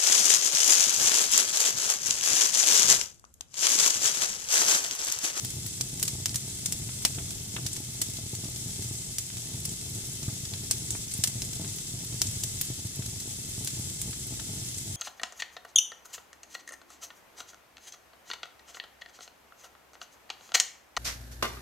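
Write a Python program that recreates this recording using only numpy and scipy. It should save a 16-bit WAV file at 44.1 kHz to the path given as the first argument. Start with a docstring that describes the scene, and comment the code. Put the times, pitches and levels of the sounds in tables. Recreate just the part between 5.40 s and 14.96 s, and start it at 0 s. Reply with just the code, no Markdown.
"""Brick fireplace in a quiet room, heard from close by: damp logs burn.
Steam hisses and fizzes as coloured noise and impulses; spits of sap are short resonant noise bursts.
Pockets crack as sharp pulses through a pocket resonance and a rattling firebox; dull pops come from deeper.
Flames flutter in soft puffs that ring the low air resonances, over an even draught."""
import sys
import numpy as np
from scipy import signal
from scipy.fft import rfft, irfft
from scipy.io import wavfile
from scipy.ndimage import uniform_filter1d

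SR = 44100
rng = np.random.default_rng(int(sys.argv[2]) if len(sys.argv) > 2 else 0)


def unload_wav(signal):
    """Save mono or channel-first audio to the path in sys.argv[1] as 16-bit WAV at rate SR, clipped to [-1, 1]."""
    wavfile.write(
        sys.argv[1],
        SR,
        np.round(np.clip(np.atleast_2d(signal).T, -1, 1) * 32767).astype(np.int16),
    )


N = 421596
TIME_S = np.arange(N) / SR

# bursting pockets: (time [s], rms over first 10 ms [dB], pocket pitch [Hz], pocket width [Hz],
#                    openness: direct over reflected before a common offset [dB])
POCKET_BURSTS = [(0.047, -32, 8700, 12200, -10), (0.104, -37, 7800, 5000, -6),
                 (0.263, -34, 10000, 11500, -11), (0.4104, -24, 6550, 4120, 3),
                 (0.597, -33, 7800, 6000, -5), (0.6279, -21.5, 9650, 11200, -1),
                 (0.653, -35, 7400, 4700, -8), (0.679, -26, 7100, 8000, -13), (0.8583, -22, 5600, 6960, 3),
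                 (0.894, -35.5, 5600, 3000, 5), (0.944, -31.5, 6700, 11800, -14),
                 (0.958, -24.5, 7460, 5200, -1), (1.2595, -24, 7150, 4670, -4),
                 (1.3237, -25.5, 8050, 6500, 1), (1.6505, -12.5, 5240, 9900, 7.5),
                 (1.907, -35.5, 6950, 8000, -5), (2.165, -45, 7200, 3500, -3),
                 (2.264, -28.5, 5640, 5360, -12), (2.331, -32.5, 8200, 1200, -2),
                 (2.365, -34.5, 6300, 7900, -10), (2.6161, -22.5, 7900, 7000, -4),
                 (2.736, -37.5, 8000, 5000, -5), (2.7684, -38.5, 5270, 5000, -7),
                 (2.9514, -36.5, 7000, 4500, 1), (3.0445, -37, 6200, 7000, -7),
                 (3.1604, -36, 6400, 3400, -7), (3.4222, -37, 5700, 4200, -9), (3.784, -26, 7500, 6460, -2),
                 (3.9697, -40, 4800, 8000, -1), (4.2526, -28.5, 8000, 5800, -12),
                 (4.2923, -36, 6800, 2600, -8), (4.829, -36, 6500, 4000, -5),
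                 (5.053, -35.5, 5800, 4700, -4), (5.137, -36, 3720, 4100, 0), (5.311, -18.5, 7260, 4900, 0),
                 (5.5057, -27, 7500, 2000, -1), (5.715, -36.5, 6000, 5000, -5),
                 (5.738, -30, 9000, 1300, -7), (5.7784, -38, 12000, 4000, -4), (5.838, -18, 7200, 7240, -3),
                 (5.874, -26.5, 7860, 6500, -2), (6.02, -30.5, 5770, 5000, 2),
                 (6.0494, -38, 8000, 5000, -4), (6.132, -35.5, 7050, 7100, -4),
                 (6.2776, -37, 7430, 2500, -5), (6.3594, -41, 11500, 5000, -4),
                 (6.3853, -38.5, 6310, 8000, -2), (6.8174, -16.5, 6700, 6400, 7.5),
                 (6.8702, -31.5, 6600, 3100, -3), (7.036, -26.5, 7200, 6500, -15),
                 (7.2125, -24.5, 11900, 13000, 1), (7.661, -35.5, 6540, 6000, -6),
                 (7.801, -37, 6540, 3500, -3), (8.247, -33.5, 9200, 5300, -2),
                 (8.2743, -29.5, 6640, 8000, 0), (8.499, -41, 9500, 9000, -3),
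                 (8.616, -29.5, 9300, 6500, 0), (8.998, -38, 6500, 7000, -14), (9.345, -38, 6600, 3000, -5),
                 (9.383, -35.5, 7900, 3870, -2)]
# colour shared by all cracks: (frequency [Hz], gain [dB])
CRACK_GAIN = [(100, 8), (480, 6), (1300, -2), (3700, -1), (7500, 0.5), (12000, -3.5), (15500, -3),
              (19000, -35)]
# momentary choking of the vents: (centre time [s], length [s], depth [dB])
VENT_LULLS = [(1.998, .2, -1), (2.448, .1, -2), (2.84, 0.092, -2), (3.754, .16, -1.5), (5.677, 0.052, -3),
              (7.45, 0.22, -1)]
# colour of the steam: (frequency [Hz], relative density [dB])
STEAM_SPECTRUM = [(400, -28.5), (1050, -22.5), (1950, -17), (2150, -11.5), (2380, -17), (2660, -9.5),
                  (2850, -17.5), (3080, -8), (3350, -6), (3900, -7.5), (4800, -6.5), (5300, -4), (6900, -1),
                  (8000, 0), (9300, -5), (11000, -9), (11700, -12.5), (15400, -17.5)]
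# steam leans left in its lower treble: (frequency [Hz], left minus right [dB])
STEAM_LEFT_LEAN = [(1000, 2.5), (3500, 3), (7000, 1.9), (10000, -.3), (15000, -1.5)]
# flame puffs at set times, strong to very faint:
# (time [s], peak before a common gain [dB], time scale of the push [ms])
TIMED_PUFFS = [(0.169, -29.5, 1.6), (0.408, -32.5, 0.73), (0.533, -28, 1.2), (0.803, -34, 0.7),
               (0.822, -32, 2.7), (0.886, -36, 1.6), (0.952, -30, 2), (1.081, -34, 0.87), (1.14, -43, 3.6),
               (1.42, -29, 2.8), (1.784, -28, 1.2), (1.825, -30, 3.3), (2.143, -31, 1.2),
               (2.406, -34, 0.85), (2.49, -41, 2.2), (2.599, -33, 1.1), (2.69, -33.5, 1.4),
               (2.79, -33.5, 0.73), (2.934, -28.5, 1.2), (3.04, -34, 0.79), (3.056, -29, 1.2),
               (3.263, -35, 4.1), (3.458, -30, 2.6), (3.513, -29.5, 1.24), (4.145, -27.5, 2.3),
               (4.282, -28, 2.3), (4.321, -32, 1.1), (4.74, -42, 1.7), (4.882, -22.5, 1.8),
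               (4.929, -30, 1.45), (5.12, -37.5, 0.7), (5.553, -32, 0.85), (5.751, -29.5, 2.2),
               (5.792, -26.5, 1.7), (5.883, -29.5, 2.1), (5.957, -29, 1.9), (6.199, -28, 0.86),
               (6.54, -27.5, 2), (6.745, -27.5, 1.6), (6.884, -29, 2.9), (7.304, -26.5, 1.2),
               (7.454, -27, 2.2), (7.594, -24.5, 1.46), (7.661, -30.5, 2.4), (8.18, -33.5, 1.7),
               (8.211, -30.5, 1.1), (8.397, -27.5, 1.64), (8.695, -26, 1.7), (8.76, -54, 1.3),
               (9.176, -31, 1.56)]
# air resonances of the firebox: (frequency [Hz], width [Hz], gain [dB])
FIREBOX_MODES = [(48, 32, -20), (97.6, 7.9, -2), (122.2, 25.3, 2.5), (163, 56, -8.5), (242, 130, -12),
                 (365, 135, -16), (648, 64, -9), (828, 55, -10), (1200, 330, -12.5)]
# colour of the draught: (frequency [Hz], relative density [dB])
DRAUGHT_SPECTRUM = [(15, -21), (28, -22), (45, -7.5), (75, -5), (115, 1.5), (170, -5.5), (260, -12),
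                    (400, -17.5), (560, -26.5), (1000, -38), (2000, -37.5)]
# dull pops deep in the pile: (time [s], peak before a common gain [dB], centre [Hz])
DEEP_POPS = [(1.491, -34, 2080), (1.619, -37, 2000), (1.785, -28.5, 2100), (2.165, -23.5, 2120),
             (2.183, -37, 900), (3.901, -30.5, 3000), (4.831, -37, 2200), (4.885, -38.5, 940),
             (5.551, -33, 1400), (6.246, -30, 2600), (6.844, -37, 2800), (7.622, -35, 2260),
             (8.73, -31.5, 2800), (8.996, -31, 2300)]
# two broad log resonances, little above: (multiple of the pop's centre [ratio], gain [dB])
LOG_KNOCK = [(.35, 1), (.6, 3.5), (.9, 1.5), (1.7, 5.5), (2.1, -7.5), (4, -18)]

# faint cracks at random times
FAINT_CRACKS_PER_S, FAINT_CRACK_DB, FAINT_CRACK_HZ, FAINT_CRACK_WIDTH_HZ = 1.0, -44, 7200, 6000
# gain of the even steam flow and its changes; vent gain is added to each burst's level
STEAM_FLOW_DB, STEAM_RISE_DB_PER_S, STEAM_DRIFT_DB = -40.5, 0.0375, 0.06
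VENT_GAIN_DB, VENT_DECAY_S = -36.5, 0.1
# bubbles at each log end: rate, mean size above the smallest before the cap, size cap
FIZZ_PER_S, FIZZ_SPREAD_DB, FIZZ_MOST_DB = 200, 2.4, 10.5
# spits of sap: mid peak and pitch, each with a spread either way
SPITS_PER_S, SPIT_DECAY_S, SPIT_DB, SPIT_SPREAD_DB = 34, .003, -33.5, 4.5
SPIT_HZ, SPIT_OCTAVES, SPIT_WIDTH_HZ = 7850, .65, 1800
# gain of the flame roar and its swelling
FLAME_GAIN_DB, FLAME_SWELL_DB, FLAME_SWELLS_PER_S = -41.5, 1.06, 7
# further puffs at random times: mid peak before the common gain, mid time scale
RANDOM_PUFFS_PER_S, RANDOM_PUFF_DB, RANDOM_PUSH_MS = 1.0, -36.5, 1.16
FIREBOX_T60_S, HEARTH_DELAY_S, HEARTH_DB = 0.042, .022, -20.5
TOP_HZ = 15500


def cracks(direct_offset_db=-3.0, left_db=0.5, faint_spread_db=3, faint_octaves=0.4, faint_open_db=-6):
    """Each pocket bursts in a sharp pulse through its own broad resonance: low pockets snap, high ones ping."""
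    bursts = list(POCKET_BURSTS)
    for s, loud, high in scatter(FAINT_CRACKS_PER_S, size=2):
        db = FAINT_CRACK_DB + faint_spread_db * loud
        hz = FAINT_CRACK_HZ * 2 ** (faint_octaves * high)
        bursts.append((s, db, hz, FAINT_CRACK_WIDTH_HZ, faint_open_db))
    out = np.zeros((2, N))
    for s, db, pocket_hz, width_hz, open_db in bursts:
        response = firebox(open_db + direct_offset_db, lag=1)
        snap = resonate(splinters(response), pocket_hz, width_hz)
        burst = colour(charcoal(snap, pocket_hz), CRACK_GAIN, size=512)
        rms_10ms = np.sqrt(np.mean(burst[:, :SR // 100] ** 2))
        add(out, s, burst * undb(db) / rms_10ms)
    return out * pan(left_db)


def splinters(burst, follow_db=-9, spread_ms=3.2, count=5):
    """Weaker snaps of single fibres, treble only, follow the first break within milliseconds."""
    out = burst.copy()
    treble = burst - signal.lfilter([.4], [1, -.6], burst)
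    for when, sign in rng.random((count, 2)):
        late = 1 + int(when * spread_ms * SR / 1000)
        gain = np.sign(sign - .5) * undb(follow_db) * (1 - when / 2)
        out[:, late:] += gain * treble[:, :-late]
    return out


def charcoal(snap, pocket_hz, ring_db=-10, ring_width_hz=420, octaves=0.35, count=2):
    """The charred crust clinks briefly with a few tones near the pocket's pitch."""
    tones_hz = np.minimum(pocket_hz * 2 ** (octaves * rng.uniform(-0.84, 1, count)), TOP_HZ)
    return snap + undb(ring_db) * sum(resonate(snap, hz, ring_width_hz) for hz in tones_hz)


def steam(hiss_db=1.0, fizz_db=-5.0, tick_db=-14, count=3):
    """Vents hiss as wavering noise; sap fizz and ember ticks are random impulses; one flow scales all."""
    hiss, fizz, ticks = np.zeros((3, 2, N))
    for k in range(count):
        waver_db = 1.03 * walk(7.9) + 1.15 * walk(140)
        hiss += in_firebox(rng.standard_normal(N) * undb(waver_db), -5.5, lag=4)
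        bubbles = sparks(FIZZ_PER_S, FIZZ_SPREAD_DB, FIZZ_MOST_DB) * undb(1.5 * walk(25))
        fizz += in_firebox(bubbles, 0.44, lag=k + 2)
        ticks += in_firebox(sparks(8.7, 2.8, 9.0), 0.92, lag=k)
    # the narrowest jet comes and goes, so the hiss brightens and dulls
    hiss = (hiss + 0.14 * walk(7.4) * resonate(hiss, 8300, 1900)) * vents_open()
    parts = ((hiss, hiss_db), (fizz, fizz_db), (ticks, tick_db))
    sound = steam_flow() * sum(level(colour(part, STEAM_SPECTRUM), db) for part, db in parts)
    return irfft(rfft(sound) * pan(on_bins(STEAM_LEFT_LEAN, N)), N)


def steam_flow():
    """Flow grows as the logs heat, drifts a little, surges with each listed burst's strength and decays."""
    vented = np.zeros(N)
    for s, db, *_ in POCKET_BURSTS:
        vented[int(s * SR)] += undb(db + VENT_GAIN_DB)
    even = undb(STEAM_FLOW_DB + STEAM_RISE_DB_PER_S * TIME_S + STEAM_DRIFT_DB * walk(2.3))
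    return even + signal.lfilter([1], [1, -np.exp(-1 / (VENT_DECAY_S * SR))], vented)


def vents_open():
    """Gain of the hiss: it dips while sap blocks a vent, until blown clear."""
    dips_db = sum(db * np.exp(-np.abs(2 * (TIME_S - s) / length_s) ** 4) for s, length_s, db in VENT_LULLS)
    return undb(dips_db)


def spits():
    """Sap boils over in brief decaying noise, each spit at its own pitch, some near, some deep in the pile."""
    out = np.zeros((2, N))
    age = TIME_S[:SR // 20] / SPIT_DECAY_S
    for s, loud, high, near in scatter(SPITS_PER_S, size=3):
        hz = SPIT_HZ * 2 ** (SPIT_OCTAVES * high)
        spit = resonate(rng.standard_normal(len(age)) * np.exp(-age), hz, SPIT_WIDTH_HZ)
        heard = signal.fftconvolve(spit[None], firebox(4 * near, lag=2, size=2048), axes=1)
        add(out, s, heard * undb(SPIT_DB + SPIT_SPREAD_DB * loud) / np.abs(heard).max())
    return out


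def flames():
    """Roar and puffs; long waves reach both channels alike, shorter ones differ after the walls."""
    blaze = undb(FLAME_GAIN_DB + FLAME_SWELL_DB * walk(FLAME_SWELLS_PER_S))
    # independent roar in opposite polarity left and right
    side = colour(blaze * roar(), [(60, -15.0), (130, -20.0), (300, -9.5), (700, -8.0), (1500, 5)])
    sound = blaze * roar() + puffs() + side * np.array([[1], [-1]])
    left_lean = [(90, 0.2), (300, 1.5), (600, 3.7)]
    return irfft(rfft(sound) * pan(on_bins(left_lean, N)), N)


def puffs(gain_db=-0.5, random_spread_db=6.0, random_octaves=0.66, size=4096):
    """Gas pockets ignite with one soft push of air each; a shorter push has more upper bass."""
    events = list(TIMED_PUFFS)
    for s, loud, slow in scatter(RANDOM_PUFFS_PER_S, size=2):
        db = RANDOM_PUFF_DB + random_spread_db * loud
        events.append((s, db, RANDOM_PUSH_MS * 2 ** (random_octaves * slow)))
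    out = np.zeros((1, N))
    t = TIME_S[:size]
    for s, db, push_ms in events:
        age = 1000 * t / push_ms
        push = np.gradient(age ** 3 * np.exp(-2 * age))
        rough = uniform_filter1d(rng.standard_normal(size), size=32)
        tearing = rough * np.exp(-t / 0.013) * np.minimum(age, 1)
        puff = air(tearing - push / push.max())
        add(out, s - .002, puff[None] * undb(db + gain_db) / np.abs(puff).max())
    return out


def roar(flutter_db=-2.5, draught_db=-4.5, ignitions_per_s=160):
    """Many small ignitions flutter (impulses ringing the air) over the draught's even noise."""
    ignitions = sparks(ignitions_per_s, 3.4, 11.6) * undb(1.54 * walk(20))
    flicker_gain = [(100, 7.5), (400, -0.5), (560, -8.0), (800, -8.5), (2000, -35.0), (6000, -19)]
    flicker = colour(ignitions[None], flicker_gain)
    draught = colour(rng.standard_normal((1, N)) * undb(1.1 * walk(11)), DRAUGHT_SPECTRUM)
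    return level(air(flicker), flutter_db) + level(draught, draught_db)


def air(x):
    """Pressure from the flames rings the air in the firebox."""
    return sum(undb(db) * resonate(x, hz, width_hz) for hz, width_hz, db in FIREBOX_MODES)


def pops(gain_db=1, width_ratio=2.3, direct_db=-7, left_db=2):
    """Bursts behind the logs arrive muffled, mostly by reflection."""
    out = np.zeros((2, N))
    for s, db, hz in DEEP_POPS:
        pop = resonate(firebox(direct_db, lag=2), hz, hz * width_ratio)
        pop = colour(pop, [(ratio * hz, gain) for ratio, gain in LOG_KNOCK], size=512)
        add(out, s, pop * undb(db + gain_db) / np.abs(pop).max())
    return out * pan(left_db)


def firebox(direct_db, lag, room_db=-32, room_t60_s=1.0, uneven_db=1.1, size=8192):
    """Stereo response of one spot: direct (left lag samples late), brick rattle, hearth echoes, faint room."""
    t = TIME_S[:size]
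    echoes = rng.standard_normal((2, size)) * undb(uneven_db * rng.standard_normal((2, size)))
    rattle = undb(-60 * t / FIREBOX_T60_S)
    # the far side of the hearth returns a second, softer cluster
    hearth = (t > HEARTH_DELAY_S) * undb(HEARTH_DB - 60 * np.abs(t - HEARTH_DELAY_S) / FIREBOX_T60_S)
    echoes *= rattle + hearth + undb(room_db - 60 * t / room_t60_s)
    response = echoes / np.sqrt(np.sum(echoes ** 2, axis=1, keepdims=True))
    response[[0, 1], [lag, 0]] += undb(direct_db)
    # rough bricks scatter all pitches alike, so no broad band stands out
    spectrum = rfft(response)
    even = irfft(spectrum / np.sqrt(uniform_filter1d(np.abs(spectrum) ** 2, size=100)))
    return even * (1 - t / t[-1])


def in_firebox(x, direct_db, lag):
    """A source as it reaches both channels from its own spot."""
    return signal.fftconvolve(x[None], firebox(direct_db, lag), axes=1)[:, :N]


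def scatter(per_s, size):
    """Random events: rows of a time [s], then size chances from -1 to 1."""
    rows = rng.random((int(per_s * N / SR) + 1, 1 + size))
    return np.column_stack([rows[:, 0] * N / SR, 2 * rows[:, 1:] - 1])


def sparks(per_s, spread_db, most_db):
    """Impulses at random times and polarity: many small, a few large."""
    sizes = undb(np.minimum(spread_db * rng.exponential(size=N), most_db))
    return (rng.random(N) < per_s / SR) * sizes * rng.choice([-1, 1], N)


def walk(rate_hz):
    """Random levels held 1 / rate_hz and smoothed twice; spread near 1."""
    k = int(SR / rate_hz)
    held = np.repeat(rng.standard_normal(N // k + 1), k)
    return 1.3 * uniform_filter1d(uniform_filter1d(held, k), k)[:N]


def resonate(x, hz, width_hz):
    """Two-pole band-pass, gain 1 at the centre."""
    return signal.lfilter(*signal.iirpeak(hz, hz / width_hz, fs=SR), x)


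def on_bins(points, size):
    """(frequency [Hz], level [dB]) points joined on a log-frequency axis."""
    hz, db = np.transpose(points)
    bins_hz = np.arange(size // 2 + 1) * SR / size
    return np.interp(np.log(bins_hz + 1), np.log(hz), db)


def colour(x, points, size=8192):
    """Causal filter with the given spectrum, built from its cepstrum."""
    cepstrum = irfft(np.log(undb(on_bins(points, size))))
    cepstrum[1:size // 2] *= 2
    cepstrum[size // 2 + 1:] = 0
    response = irfft(np.exp(rfft(cepstrum)))
    return signal.fftconvolve(x, response[None], axes=1)[:, :x.shape[1]]


def undb(db):
    """Decibels to gain."""
    return 10 ** (np.asarray(db) / 20)


def level(x, db):
    """Scale to an rms level."""
    return x * undb(db) / np.sqrt(np.mean(x ** 2))


def pan(db):
    """Left and right gains for a level difference."""
    return undb(np.array([[1], [-1]]) * db / 2)


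def add(out, s, sound):
    """Mix a short sound in at time s."""
    i = int(np.clip(s * SR, 0, N - 1))
    out[:, i:i + sound.shape[1]] += sound[:, :N - i]


def scene():
    """The whole fire."""
    return cracks() + steam() + spits() + flames() + pops()


def record(dry):
    """Round the sharpest peaks and cut the top."""
    rounded = .55 * np.tanh(dry / .55)
    return signal.sosfilt(signal.ellip(10, .2, 70, TOP_HZ, fs=SR, output="sos"), rounded)


dry = scene()
out = record(dry)
unload_wav(out)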